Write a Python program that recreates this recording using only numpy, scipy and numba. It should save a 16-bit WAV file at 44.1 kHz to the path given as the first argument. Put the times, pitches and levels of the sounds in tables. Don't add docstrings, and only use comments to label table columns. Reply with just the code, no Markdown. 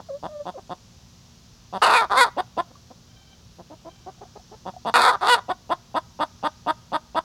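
import sys
import numpy as np
from scipy import signal
from scipy.fft import rfft, irfft
from scipy.io import wavfile
from scipy.ndimage import uniform_filter1d
from numba import njit

SR = 44100
rng = np.random.default_rng(int(sys.argv[2]) if len(sys.argv) > 2 else 0)


def master_out(mix):
    frames = np.transpose(np.atleast_2d(mix))
    ceiling = np.clip(frames, -1, 1)
    pcm = np.round(ceiling * 32767).astype(np.int16)
    wavfile.write(sys.argv[1], SR, pcm)


def nominal_scale(level):
    x = np.asarray(level, float) / 20
    return 10 ** x


N = 319284


def level(x, db):
    return x * nominal_scale(db) / np.sqrt(np.mean(x ** 2))


def walk(rate_hz):
    hold = int(SR / rate_hz)
    steps = np.repeat(rng.standard_normal(N // hold + 1), hold)
    return 1.4 * uniform_filter1d(uniform_filter1d(steps, hold), hold)[:N]


def add(out, x, start_s):
    i = int(round(start_s * SR))
    x = x[max(-i, 0):N - i]
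    out[max(i, 0):max(i, 0) + len(x)] += x


@njit
def svf(x, hz, width):
    y, band, low = np.empty(len(x)), 0., 0.
    for i in range(len(x)):
        g, k = np.tan(np.pi * hz[i] / SR), width / hz[i]
        v = (band + g * (x[i] - low)) / (1 + g * (g + k))
        band, low, y[i] = 2 * v - band, low + 2 * g * v, k * v
    return y


def twice(x, hz, width_hz):
    hz = hz + np.zeros(len(x))
    return svf(svf(x, hz, 1.54 * width_hz), hz, 1.54 * width_hz)


def yard():
    # frequency in Hz, relative density in dB per Hz.
    yard_colour = [(20, -15), (60, -0.5), (110, 0), (200, -8), (300, -16.5), (600, -20.5), (1100, -21),
                   (2100, -28), (3200, -23), (5900, -19), (7000, -25.5), (8200, -36.5), (16000, -40.5)]
    # frequency in Hz, mean level in dB rms.
    hum_partials = [(58.7, -84.5), (117.5, -65), (176.3, -64), (235, -65), (352.5, -78.5)]
    noise_db, flicker_db, flicker_hz = -52, 0.7, 3
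    waver_db, waver_hz = 2, 4
    hz = np.maximum(np.fft.rfftfreq(N, 1 / SR), 1)
    colour_hz, colour_db = np.transpose(yard_colour)
    colour = nominal_scale(np.interp(np.log(hz), np.log(colour_hz), colour_db))
    spectrum = rfft(rng.standard_normal(N)) * colour
    noise = 0
    for step in range(8, 29):
        share = np.clip(1 - np.abs(2 * np.log2(hz) - step), 0, 1)
        noise = noise + irfft(spectrum * share, N) * nominal_scale(flicker_db * walk(flicker_hz))
    t = np.arange(N) / SR
    hum = 0
    for partial_hz, db in hum_partials:
        gain = np.sqrt(2) * nominal_scale(db + waver_db * walk(waver_hz))
        hum = hum + gain * np.sin(2 * np.pi * partial_hz * t)
    return level(noise, noise_db) + hum


def tones(calls, overtones, first, waver):
    waver_hz, waver_db = 45, 2.5
    out = np.zeros(N)
    sway = 1 + waver * walk(waver_hz)
    swell_db = waver_db * walk(waver_hz)
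    for rows in calls:
        s, hz, db = np.transpose(rows)
        t = np.arange(s[0], s[-1], 1 / SR)
        i = (t * SR).astype(int)
        phase = 2 * np.pi * np.cumsum(np.interp(t, s, hz) * sway[i]) / SR
        note = first * np.sin(phase)
        note = note + sum(nominal_scale(gain_db) * np.sin(round(k) * phase) for k, gain_db in overtones)
        envelope = nominal_scale(np.interp(t, s, db) + swell_db[i]) * signal.windows.tukey(len(t), 0.15)
        add(out, np.sqrt(2) * note * envelope, s[0])
    return out


def far_bird():
    # start in s, length in s, start pitch in Hz, end pitch in Hz, level in dB.
    far_calls = [(3.08, .34, 782, 765, -66.5), (3.852, 0.31, 788, 750, -68)]
    # multiple of the pitch, relative level in dB.
    far_overtones = [(2, -5.5), (3, -4), (4, 2), (5, -7)]
    edge_db, peak_share, flutter_hz = -8, 0.306, 160
    calls = [[(s, hz, db + edge_db),
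              (s + peak_share * length, hz, db),
              (s + length, end_hz, db + edge_db)]
             for s, length, hz, end_hz, db in far_calls]
    return tones(calls, far_overtones, first=0.56, waver=0.004) * (1 + 0.6 * walk(flutter_hz))


def taps():
    # start in s, drive level in dB, board struck.
    beak_taps = [(2.754, -36, "perch"), (4.18, -47, "wall"), (4.252, -36.5, "wall"), (4.395, -39, "wall"),
                 (4.737, -34.5, "wall"), (4.764, -26, "wall")]
    board_hz = dict(wall=727, perch=1137)
    rise_s, contact_s, board_t60_s = 0.0034, 0.0015, 0.038
    out, t = np.zeros(N), np.arange(SR // 10) / SR
    for s, db, board in beak_taps:
        contact = 0.16 * rng.standard_normal(len(t)) * np.exp(-t / contact_s)
        ring = np.sin(2 * np.pi * board_hz[board] * t) + contact
        add(out, nominal_scale(db) * ring * np.minimum(t / rise_s, 1) * nominal_scale(-60 * t / board_t60_s), s)
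    return out


def coos():
    # start in s, length in s, pitch in Hz, end pitch in Hz, level in dB.
    coo_calls = [(0.084, 0.099, 536, 581, -33.5), (0.271, 0.169, 615, 578, -36),
                 (0.539, 0.035, 508, 564, -34.5)]
    # multiple of the pitch, relative level in dB.
    coo_overtones = [(2, -20), (3, -34)]
    scoop_ratio, scoop_s, attack_db = 1.38, 0.022, -11
    release_s, release_db = 0.031, -22
    calls = [[(s, scoop_ratio * hz, db + attack_db),
              (s + scoop_s, hz, db),
              (max(s + length - release_s, s + 1.9 * scoop_s), end_hz, db - 1),
              (s + length, end_hz, db + release_db)]
             for s, length, hz, end_hz, db in coo_calls]
    return tones(calls, coo_overtones, first=1, waver=0.012)


@njit
def syrinx(hz, weak, rough, chance, jitter, shimmer):
    pulses, phase = np.zeros(len(hz) + 1), np.empty(len(hz))
    p, k = 0.999, 0
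    for i in range(len(hz)):
        step = hz[i] * np.exp(jitter * rough[i] * chance[k, 0]) / SR
        p += step
        if p >= 1:
            p, k = p - 1, k + 1
            size = np.exp(shimmer * rough[i] * chance[k, 1]) * (1 - weak[i] * (1 - k % 2))
            pulses[i] += size * p / step
            pulses[i + 1] += size * (1 - p / step)
        phase[i] = p
    return pulses[:-1], phase


def bank(x, modes):
    return sum((-1) ** k * nominal_scale(db) * twice(x, hz, width_hz) for k, (hz, width_hz, db) in enumerate(modes))


def voice(hz, weak, rough, db, throat_hz, mouth_db, beak_db, rasp_db, upper_db, neck_hz, neck_db, chest_hz, chest_db,
          upper_ratio, mouth_hz, beak_modes, rasp_modes, dip):
    jitter, shimmer = 0.2, 0.3
    breath = 0.85
    jet_share = 0.3
    rough_snap_db = 5
    chest_width_hz, throat_width_hz, upper_width_hz = 300, 240, 330
    mouth_width_hz, neck_width_hz = 420, 240
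    dip_ratio, dip_width_hz = 1.2, 800.0
    n, tail = len(hz), SR // 30
    weak, rough = np.clip(weak, 0, 1), np.clip(rough, 0, 1)
    pulses, phase = syrinx(hz, weak, rough, rng.standard_normal((n // 40, 2)), jitter, shimmer)
    puff = np.exp(-phase / 3.5) * rng.standard_normal(n)
    pulses = -pulses * np.sqrt(SR / hz / (1 - weak + weak ** 2 / 2))
    low = (pulses * (1 - 0.62 * rough) + breath * rough * puff) * nominal_scale(db)
    pulse_index = np.cumsum(np.diff(phase, prepend=1) < 0)
    snap_db = rough_snap_db * rough * rng.standard_normal(n // 40)[pulse_index]
    hiss = (0.75 + rough) * np.exp(-phase / jet_share) * puff
    high = nominal_scale(snap_db) * (pulses + hiss) * nominal_scale(db)
    low, high = np.pad(low, (0, tail)), np.pad(high, (0, tail))

    def hold(curve):
        return np.pad(curve, (0, tail), mode="edge")

    throat_hz, neck_hz = hold(throat_hz), hold(neck_hz)
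    upper, mouth, neck, beak, rasp = (nominal_scale(hold(c)) for c in (upper_db, mouth_db, neck_db, beak_db, rasp_db))
    body = twice(low, throat_hz, throat_width_hz)
    body = body - nominal_scale(chest_db) * twice(low, chest_hz, chest_width_hz)
    body = body - upper * twice(low, upper_ratio * throat_hz, upper_width_hz)
    body = body + mouth * twice(low, mouth_hz, mouth_width_hz)
    body = body + beak * bank(high, beak_modes)
    body = body - np.clip(dip, 0, 1) * svf(body, dip_ratio * neck_hz, dip_width_hz)
    body = body - neck * twice(low, neck_hz, neck_width_hz)
    return nominal_scale(16.5) * body + nominal_scale(6.5) * rasp * bank(high, rasp_modes)


def cluck(db, ms, hz, throat_hz, slack, rough_share, fade_db, dull_db):
    # share of its length, level in dB (its start is scaled by slack below),
    # tension 0-1, roughness 0-1 before rough_share.
    cluck_shape = [(0, -12, 0, 0.42), (.15, 1.5, .4, 0.42), (0.33, 1.5, 0.77, 0.3), (.5, 0.5, 0.96, 0.18),
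                   (.9, 1.5, 1, 0.21), (1.001, -11, .85, .4)]
    # centre in Hz, width in Hz, relative level in dB.
    narrow_beak = [(3498, 293, 2.5), (4530, 550, -9), (5000, 280, -12.5)]
    narrow_rasp = [(8020, 390, 6.5), (9110, 500, 1.5), (10320, 470, 4.5), (12800, 1800, -4)]
    share, *shape = np.transpose(cluck_shape)
    u = np.linspace(0, 1, int(ms * SR / 1000))
    shape_db, tension, rough = (np.interp(u, share, c) for c in shape)
    loose, flat = slack * (1 - tension), np.ones(len(u))
    effort_db = db + shape_db * np.where(u < 0.4, 0.33 + slack, 1) + fade_db * u
    closed_db = -60 * loose + dull_db
    return voice(
        hz * (1 - loose), weak=0.23 * flat, rough=rough * rough_share, db=effort_db,
        throat_hz=throat_hz * (1 - 0.029 * loose),
        mouth_db=-4.5 + 0.76 * db + closed_db,
        beak_db=-3 + 0.61 * db + 0.99 * closed_db,
        rasp_db=-11.5 + 0.79 * db + 1.3 * closed_db,
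        upper_db=-12 + 26 * slack - 60 * loose,
        neck_hz=2750 * flat, neck_db=-16.5 + 0.296 * effort_db + dull_db,
        chest_hz=200, chest_db=-21.5 - 0.48 * db,
        upper_ratio=1.486, mouth_hz=1850, beak_modes=narrow_beak, rasp_modes=narrow_rasp, dip=0)


def mutters():
    # start in s, drive level in dB, driven length in ms, top pulse rate in Hz.
    mutter_calls = [(.573, -37, 24.2, 403), (2.707, -51.5, 8.8, 260), (2.904, -44, 17, 266),
                    (3.586, -43, 31, 178), (3.701, -43, 43, 306.5), (3.849, -40.5, 45.4, 334),
                    (4.063, -36.5, 39, 389.5), (4.21, -39.5, 30.4, 415), (4.355, -40.5, 21.7, 407),
                    (4.513, -43, 40, 443)]
    out = np.zeros(N)
    for s, db, ms, hz in mutter_calls:
        call = cluck(db, ms, hz, throat_hz=700, slack=0.12, rough_share=0.9, fade_db=-1, dull_db=-19)
        add(out, call, s)
    return out


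def clucks():
    # start in s, drive level in dB, driven length in ms, top pulse rate in Hz, top throat in Hz.
    cluck_calls = [(-.04, -32.5, 45.1, 177, 805), (.228, -31, 43, 176, 756), (.455, -30.5, 48, 187.4, 760),
                   (0.695, -31, 40.2, 180, 760), (1.727, -28, 52.7, 198.2, 785),
                   (2.366, -24, 44.3, 376.3, 636), (2.568, -25, 42.9, 350.5, 684),
                   (4.654, -32, 46, 190, 760), (4.850, -24, 53, 237.3, 744), (5.483, -25, 41.6, 364.8, 700),
                   (5.694, -23.5, 43.3, 348.3, 721), (5.943, -23, 45, 315, 749),
                   (6.191, -22.5, 50, 310.6, 770), (6.428, -22.5, 50.3, 306.8, 770),
                   (6.663, -22, 50.8, 319, 773), (6.919, -23, 50.4, 311, 772),
                   (7.147, -22.5, 47, 328.6, 756)]
    slack_hz, slack_share = 170.75, 0.8
    out = np.zeros(N)
    for s, db, ms, hz, throat_hz in cluck_calls:
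        slack = 1 - min(slack_hz / hz, slack_share)
        add(out, cluck(db, ms, hz, throat_hz, slack, rough_share=0.98, fade_db=0, dull_db=0), s)
    return out


def squawks():
    # time in s, drive level in dB,
    # pulse rate in Hz, beak opening 0-1, register.
    squawk_calls = [
        [(1.817, -29.5, 417.4, 0.6, "husky"), (1.823, -14.5, 423.8, 0.47, "husky"),
         (1.838, -19, 508.4, 0.86, "hoarse"), (1.865, -18.5, 417.3, 0.52, "chaos"),
         (1.92, -19, 430, 0.42, "hoarse"), (1.95, -18, 486, 0.77, "hoarse"), (1.972, -21, 475.5, 0.89, "husky"),
         (1.992, -22.5, 452.3, 0.71, "clear"), (2.018, -21, 453.7, 0.2, "hoarse"),
         (2.051, -30, 354.6, .05, "creak"), (2.058, -40.5, 336, .05, "creak")],
        [(2.098, -34.5, 396, 0, "creak"), (2.118, -20, 409.3, 0.16, "creak"),
         (2.152, -25, 428.7, 0.08, "chaos"), (2.177, -18.5, 529, 0.9, "paired"),
         (2.203, -18, 543, 0.83, "paired"), (2.213, -15, 491.3, 0.96, "clear"),
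         (2.238, -19.5, 482.8, 0.9, "clear"), (2.256, -25.5, 430, 0.1, "chaos"),
         (2.29, -36, 366.5, .25, "creak"), (2.295, -59, 357, 0.27, "creak")],
        [(4.94, -20, 433, 0.78, "husky"), (4.955, -16.5, 503.8, 0.84, "hoarse"),
         (5.0, -18.5, 488.1, 0.5, "chaos"), (5.04, -20, 419, 0.74, "chaos"), (5.065, -17, 491.6, 0.6, "hoarse"),
         (5.097, -18.5, 464.4, 0.74, "husky"), (5.122, -27.5, 437, 0.21, "chaos"),
         (5.155, -25, 382, 0.05, "creak"), (5.17, -90, 360.5, 0, "creak")],
        [(5.21, -35.5, 344.5, 0.49, "husky"), (5.23, -21, 374, 0.1, "husky"), (5.262, -23, 408.4, 0.3, "chaos"),
         (5.29, -17, 501, 0.7, "hoarse"), (5.305, -18.5, 493.5, 0.86, "clear"),
         (5.343, -15.5, 480.2, 0.81, "clear"), (5.37, -31.5, 403, 0, "chaos"), (5.392, -28, 372, 0.05, "creak"),
         (5.405, -72, 366, .2, "creak")],
    ]
    registers = dict(clear=(.05, .06), paired=(.6, .08), husky=(.2, .28), hoarse=(.55, .45),
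                 chaos=(.5, .75), creak=(.75, .35))
    # start, middle and end in Hz, added level in dB, depth 0-1 of the dip.
    neck_paths = [(2880, 2530, 2120, 2, .95), (2200, 2200, 2150, -4, .7), (2650, 2250, 1950, -3, .95),
                  (2340, 2900, 2400, -6, .1)]
    gape_throat_hz = (760, 810)
    # level in dB with the beak shut, level in dB wide open.
    gape_db = [(-38.5, -5), (-22.5, -8), (-35.5, -14), (-20.5, 1.5)]
    # centre in Hz, width in Hz, relative level in dB.
    open_beak = [(3550, 420, 0), (4500, 700, -4)]
    open_rasp = [(6430, 1150, -7.5), (8530, 3580, 3.5), (12700, 1710, -27)]
    upper_per_dip_db = 4
    out = np.zeros(N)
    for rows, (*neck, stretch_db, dip) in zip(squawk_calls, neck_paths):
        s, db, hz, gape, register = zip(*rows)
        t = np.arange(s[0], s[-1], 1 / SR)
        weak, rough = (np.interp(t, s, c) for c in zip(*(registers[r] for r in register)))
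        db, hz, gape = (np.interp(t, s, c) for c in (db, hz, gape))
        throat_hz, mouth_db, beak_db, rasp_db, neck_db = (
            shut + (wide - shut) * gape for shut, wide in [gape_throat_hz, *gape_db])
        neck_hz = np.interp(t, np.linspace(s[0], s[-1], len(neck)), neck)
        call = voice(
            hz, weak, rough, db, throat_hz, mouth_db, beak_db, rasp_db,
            upper_db=np.full(len(t), upper_per_dip_db * dip),
            neck_hz=neck_hz, neck_db=neck_db + stretch_db,
            chest_hz=410, chest_db=-10.5, upper_ratio=1.55, mouth_hz=1950,
            beak_modes=open_beak, rasp_modes=open_rasp, dip=dip)
        add(out, call, s[0])
    return out


def space(x):
    coop_t60_s, coop_db = 0.07, -10
    yard_t60_s, yard_echo_db = 0.6, -39
    t = np.arange(SR // 2) / SR
    noise = rng.standard_normal((2, len(t)))
    coop = noise[0] * nominal_scale(-60 * t / coop_t60_s) * (t > 0.002)
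    dull = svf(noise[1], np.full(len(t), 1500.0), 2400.0)
    echo = dull * nominal_scale(-60 * t / yard_t60_s) * (t > 0.02)
    response = nominal_scale(coop_db) * coop / np.linalg.norm(coop) + nominal_scale(yard_echo_db) * echo / np.linalg.norm(echo)
    return x + signal.fftconvolve(x, response)[:N]


def scene():
    near = taps() + coos() + mutters() + clucks() + squawks()
    return (yard() + far_bird() + space(near))[None]


def top_cut(x):
    return signal.sosfilt(signal.butter(12, 16500, fs=SR, output="sos"), x)


def record(dry):
    mix = np.tanh(0.91 * dry) / 0.89
    return top_cut(mix)


dry = scene()
out = record(dry)
master_out(out)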